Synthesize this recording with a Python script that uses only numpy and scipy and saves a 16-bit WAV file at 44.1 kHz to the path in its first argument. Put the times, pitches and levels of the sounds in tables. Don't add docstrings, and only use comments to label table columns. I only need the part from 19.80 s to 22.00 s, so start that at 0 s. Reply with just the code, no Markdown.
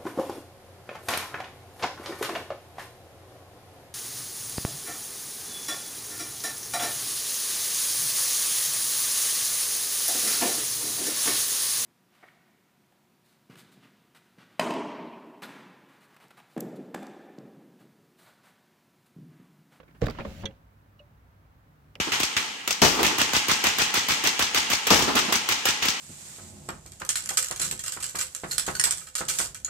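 import sys
import numpy as np
from scipy import signal
from scipy.fft import rfft, irfft
from scipy.io import wavfile

SR = 44100
rng = np.random.default_rng(int(sys.argv[2]) if len(sys.argv) > 2 else 0)


def wav_out(sig):
    wavfile.write(sys.argv[1], SR, np.round(np.clip(np.atleast_2d(sig).T, -1, 1) * 32767).astype(np.int16))


N = 97020
T = np.arange(N) / SR


def undb(db):
    return 10 ** (np.asarray(db) / 20)


def pan(db):
    gains = undb(np.array([[db], [-db]]) / 2)
    return gains / np.sqrt(np.mean(gains ** 2))


def curve(rows):
    return undb(np.interp(T, *np.array(rows).T, left=-200))


def noise(spectrum, alike_hz=840):
    f = np.maximum(np.arange(N // 2 + 1) * SR / N, 1)
    hz, db = np.array(spectrum).T
    gain = undb(np.interp(np.log(f), np.log(hz), db)) * np.minimum(f / hz[0], 1) ** 2
    coherence = 1 / (1 + (f / alike_hz) ** 2)
    mid, side = rfft(rng.standard_normal((2, N)))
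    ears = mid * np.sqrt(1 + coherence) + np.array([[1], [-1]]) * side * np.sqrt(1 - coherence)
    x = irfft(gain * ears, N)
    return x / x.std()


def strike(at, rise_s, t60_s):
    age = np.maximum(T - at, 0)
    attack = np.sin(np.pi / 2 * np.minimum(age / rise_s, 1)) ** 2
    return attack * np.exp(-np.minimum(np.log(1000) * age / t60_s, 20))


def ring(at, hz, db, rise_s, t60_s, pan_db):
    swing = np.sin(2 * np.pi * hz * (T - at - rise_s / 2))
    return pan(pan_db) * undb(db) * strike(at, rise_s, t60_s) * swing


def rattle(rows, spectrum, rise_s, alike_hz):
    power = sum((undb(db) * strike(at, rise_s, t60)) ** 2 for at, db, t60 in rows)
    return noise(spectrum, alike_hz) * np.sqrt(power)


def clatter(rows, spectrum, rise_s, alike_hz):
    material = noise(spectrum, alike_hz)
    blows = 0
    for at, db, t60, hz, boost in rows:
        resonance = signal.lfilter(*signal.iirpeak(hz, Q=9.8, fs=SR), material)
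        blows += undb(db) * strike(at, rise_s, t60) * (material + undb(boost) * resonance)
    return blows


# start_s, level_db, contact_s
BOLT_BLOWS = [(0.2213, -12, 0.00095), (0.2372, -6, 0.016), (.266, -21, 0.002), (0.287, -24.5, 0.0025),
              (0.397, -27, 0.0053), (0.686, -28.5, 0.0085)]
# pitch_hz, gain_db, t60_s, pan_db
DOOR_MODES = [(87, -29, 0.09, 6), (119.4, -6, 0.11, -1.5), (164.4, -7.5, 0.11, -5),
              (213, -26, 0.029, -13.5), (294.5, -12.5, 0.13, -10), (469.5, 2, 0.054, -8.5),
              (620, -11.5, 0.035, -7.5), (756, -14.5, 0.035, -6)]


def bolts():
    door = sum(ring(at, hz, db + gain, 0.0045, t60, side) / (1 + (hz * contact) ** 2)
               for at, db, contact in BOLT_BLOWS for hz, gain, t60, side in DOOR_MODES)
    boom = ring(BOLT_BLOWS[0][0], hz=42.5, db=-21.5, rise_s=0.018, t60_s=0.25, pan_db=0)
    return door + boom


# start_s, level_db
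LATCH_SNAPS = [(0.6558, -24.5), (0.6582, -32.5), (0.664, -47), (0.6726, -54)]
# pitch_hz, gain_db, t60_s, pan_db
LATCH_MODES = [(1615, -19.5, 0.062, 15.5), (1990, -18.5, 0.06, -24), (2345, -19.5, 0.059, -2),
               (2720, -18, .07, -20), (3330, -7, 0.056, -22), (3150, -13, 0.04, -3),
               (3578, -0.5, 0.027, -11), (3930, -18, 0.036, -9), (5820, -9.5, 0.019, -26),
               (6150, -7, 0.014, -26)]
# frequency_hz, density_db
CHATTER_SPECTRUM = [(2000, -16), (3000, -1.5), (3450, 8.5), (3900, -12), (4400, -3.5), (5100, -40.5),
                    (5900, -4), (6700, -11.5), (7600, -30), (15000, -39)]


def latch():
    modes = 0
    for hz, gain, t60, side in LATCH_MODES:
        envelope = sum(undb(db) * strike(at, 0.00079, t60) for at, db in LATCH_SNAPS)
        modes += pan(side) * undb(gain) * envelope * np.sin(2 * np.pi * hz * (T - LATCH_SNAPS[0][0]))
    bursts = [(at, db - 5.5, 0.042) for at, db in LATCH_SNAPS]
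    return modes + pan(-8) * rattle(bursts, CHATTER_SPECTRUM, rise_s=0.00017, alike_hz=1500)


# start_s, level_db, t60_s, pan_db
PANEL_KNOCKS = [(0.239, -25.5, 0.078, 3.5), (0.27, -26, 0.039, -5), (0.286, -26, 0.086, -5.5),
                (0.391, -32.5, 0.067, 3), (0.404, -34.5, 0.12, 4), (0.415, -36.5, 0.079, -19),
                (0.4517, -37, 0.093, 10), (0.467, -35.5, 0.062, -15), (0.634, -43, 0.048, 6),
                (0.6438, -29.5, 0.018, 8), (0.692, -48, 0.19, -4)]
# frequency_hz, density_db
PANEL_SPECTRUM = [(35, -3), (75, 1.5), (130, -27.5), (220, 5), (340, -8), (450, -7.5), (580, -3.5),
                  (850, -14), (1300, -33), (3000, -68)]
CAVITY_SPECTRUM = [(55, -26), (73, 8.5), (100, -12), (165, 6.5), (205, -14), (270, -10.5), (480, -11),
                   (550, -5.5), (610, -52), (690, -39.5), (850, -16.5), (2000, -42)]
CAVITY_DB, CAVITY_T60_S = -9, 0.2


def panel_knocks():
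    power = sum((pan(side) * undb(db) * strike(at, 0.0015, t60)) ** 2
                for at, db, t60, side in PANEL_KNOCKS)
    retention = np.exp(-2 * np.log(1000) / (CAVITY_T60_S * SR))
    stored = signal.lfilter([1 - retention], [1, -retention], power)
    cavity = undb(CAVITY_DB) * np.sqrt(stored) * noise(CAVITY_SPECTRUM, alike_hz=1200)
    return np.sqrt(power) * noise(PANEL_SPECTRUM, alike_hz=740) + cavity


# start_s, relative_db, t60_s, resonance_hz, boost_db
PLASTIC_CLACKS = [(.001, -44, 0.065, 520, 6), (.032, -49, 0.049, 890, -14), (.079, -55, 0.14, 2180, 7.5),
                  (.110, -53, 0.027, 1200, -4), (.149, -53.5, 0.17, 1500, -18),
                  (.2174, -28.5, 0.061, 1960, -9), (.232, -36, 0.27, 730, -2), (.2676, -26, 0.008, 1200, 3),
                  (.283, -33, 0.047, 1100, 14.5), (.303, -37, 0.052, 1440, 5.5),
                  (.349, -43, 0.058, 1300, 9), (.376, -47, 0.057, 2920, 17),
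                  (.3865, -31.5, 0.057, 1050, 17), (.398, -35, 0.07, 1400, 7), (.406, -38, 0.051, 2450, 19),
                  (.4495, -33, 0.069, 1040, 6), (.6355, -41, 0.1, 830, 15.5), (.6435, -44.5, .025, 740, 11),
                  (.656, -44.5, 0.14, 2000, 0), (.709, -50, 0.033, 2900, 10.5)]
METAL_TICKS = [(.2176, -39.5, 0.0084, 5900, 16.5), (.2235, -51, 0.039, 7100, 13),
               (.233, -43.5, 0.023, 4340, 7), (.2405, -44.5, 0.042, 5440, 10),
               (.258, -42.5, 0.072, 3770, 5), (.2678, -31.5, 0.012, 4550, -1), (.283, -55, 0.025, 4600, 24),
               (.2997, -38, 0.018, 4700, 7), (.3085, -36, 0.015, 4500, 5), (.6556, -34.5, 0.014, 6140, 2)]
# frequency_hz, density_db
PLASTIC_SPECTRUM = [(200, 9.5), (500, 4.5), (850, -4.5), (1170, 0.5), (1700, -0.5), (2500, -6.5),
                    (3300, -10), (4600, -19), (7000, -28), (9000, -37), (15000, -49)]
METAL_SPECTRUM = [(800, -1), (2200, 2.5), (3700, 5), (5000, 3), (6000, -3.5), (7300, 0), (9000, -12.5),
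                  (15000, -6)]


def linkages():
    clacks = clatter(PLASTIC_CLACKS, PLASTIC_SPECTRUM, rise_s=0.00023, alike_hz=720)
    ticks = clatter(METAL_TICKS, METAL_SPECTRUM, rise_s=0.0003, alike_hz=1500)
    return pan(-4.5) * undb(-2) * clacks + pan(-3.5) * undb(-3.5) * ticks


# start_s, pitch_hz, level_db, t60_s, pan_db
PAWL_CLICKS = [(.2679, 1804, -21.5, .008, -11), (0.2995, 4810, -28.5, 0.0068, -11)]


def pawls():
    return sum(ring(at, hz, db, 0.00031, t60, side) for at, hz, db, t60, side in PAWL_CLICKS)


# start_s, level_db
DRIVE_JOLTS = [(.392, -40.5), (0.4522, -31.5), (0.5027, -40), (0.635, -36), (0.6435, -29.5), (.6551, -39.5)]
# pitch_hz, gain_db, t60_s, pan_db
HOUSING_MODES = [(93, -3.5, 0.11, 4.5), (203.4, -1, .15, -3.5), (354, -10.5, 0.083, 10),
                 (446.5, -10, 0.13, -3), (543, -5, 0.19, 4), (730, -12, 0.077, -4), (869, -18.5, 0.13, -7)]


def housing():
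    return sum(ring(at, hz, db + gain, 0.0013, t60, side)
               for at, db in DRIVE_JOLTS for hz, gain, t60, side in HOUSING_MODES)


# time_s, level_db
WHIRR_LEVEL = [(.212, -43.5), (.22, -43.5), (.31, -44), (.335, -45.5), (.43, -46), (.49, -43.5),
               (.55, -46.5), (.63, -43.5), (.67, -55.5), (.72, -59), (.78, -68), (.85, -100)]
HISS_LEVEL = [(.215, -64), (.25, -67), (.266, -50), (.278, -84), (.33, -69), (.43, -67.5), (.48, -60),
              (.625, -58.5), (.645, -81), (.9, -100)]
# frequency_hz, density_db
WHIRR_SPECTRUM = [(24, 0), (40, -5.5), (64, -0.5), (200, -5), (284, -14.5), (432, -20.5), (466, -26),
                  (541, -9.5), (866, -25), (2780, -22.5), (6620, -36), (8690, -57), (15000, -58)]
HISS_SPECTRUM = [(2500, 8), (5000, 7.5), (7000, 9), (9000, 0.5), (13000, 3), (16000, 1.5)]
GEAR_HZ, GEAR_DEPTH = 115, 0.12


def motors():
    flutter = 1 + GEAR_DEPTH * np.sin(2 * np.pi * GEAR_HZ * T)
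    whirr = noise(WHIRR_SPECTRUM) * flutter * curve(WHIRR_LEVEL)
    bass = signal.sosfilt(signal.butter(1, 900, fs=SR, output="sos"), whirr)
    hiss = noise(HISS_SPECTRUM) * curve(HISS_LEVEL)
    return pan(3) * bass + pan(-8) * (whirr - bass) + hiss


# start_s, pitch_hz, level_db, rise_s, t60_s, pan_db
SQUEAK_TONES = [(1.191, 2864, -29.5, 0.012, 0.027, -5.5), (1.199, 2610, -55.5, .004, 0.062, -16),
                (1.199, 584, -47.5, 0.0058, 0.16, 1.5)]
# frequency_hz, density_db
RUB_SPECTRUM = [(900, -14), (1150, 6), (1600, -16), (2900, -9.5), (4100, -4), (4600, -14.5), (5500, -14),
                (7500, -26)]


def squeak():
    envelope = undb(-60.5) * strike(SQUEAK_TONES[0][0], rise_s=0.003, t60_s=0.083)
    rub = pan(-6) * envelope * noise(RUB_SPECTRUM)
    return rub + sum(ring(*tone) for tone in SQUEAK_TONES)


# start_s, level_db, t60_s
SWITCH_CLICKS = [(2.1542, -34, 0.013), (2.156, -47, 0.046)]
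# frequency_hz, density_db
SWITCH_SPECTRUM = [(200, -23), (700, -7), (1500, -6.5), (2050, 0.5), (2900, 1), (3400, -6.5), (4200, -26),
                   (4950, -4.5), (6200, -22), (9000, -26), (12000, -21.5), (15000, -46)]


def switch():
    thud = undb(-51) * strike(SWITCH_CLICKS[0][0], rise_s=0.0073, t60_s=0.3) * noise(PANEL_SPECTRUM)
    snap = rattle(SWITCH_CLICKS, SWITCH_SPECTRUM, rise_s=0.00014, alike_hz=1800)
    return pan(-6.5) * snap + thud


# frequency_hz, density_db
CABIN_MID_SPECTRUM = [(25, -24), (45, -10.5), (60, 4.5), (77, -9.5), (90, -3.5), (100, 6.5), (112, -6.5),
                      (150, -6), (195, -14.5), (280, -15.5), (370, -21.5), (650, -22), (1700, -27.5),
                      (3000, -36.5), (5100, -43), (9500, -49.5), (12500, -43), (16000, -43)]
CABIN_SIDE_SPECTRUM = [(25, -14), (60, 5), (110, -2), (220, -1), (430, -6), (750, -3), (1050, 0),
                       (1700, -6.5), (3000, -17.5), (5100, -23.5), (9500, -29), (12500, -21.5),
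                       (16000, -23.5)]
DRONE_SPECTRUM = [(110, -21), (150, 8.5), (190, -3.5), (235, -6), (310, -7.5), (420, -35)]
# time_s, level_db
DRONE_LEVEL = [(0, -66), (.2, -57), (.8, -67.5), (1.7, -71.5), (1.92, -67.5), (2.2, -62)]


def cabin():
    mid = undb(-58) * noise(CABIN_MID_SPECTRUM)[0]
    side = undb(-67) * noise(CABIN_SIDE_SPECTRUM)[0]
    drone = noise(DRONE_SPECTRUM) * curve(DRONE_LEVEL)
    return pan(-1.06) * np.array([mid + side, mid - side]) + drone


def scene():
    locks = bolts() + latch() + panel_knocks() + linkages() + pawls() + housing() + motors()
    return locks + squeak() + switch() + cabin()


def record(dry):
    return signal.sosfilt(signal.ellip(10, 0.2, 70, 16100, fs=SR, output="sos"), dry)


dry = scene()
out = record(dry)
wav_out(out)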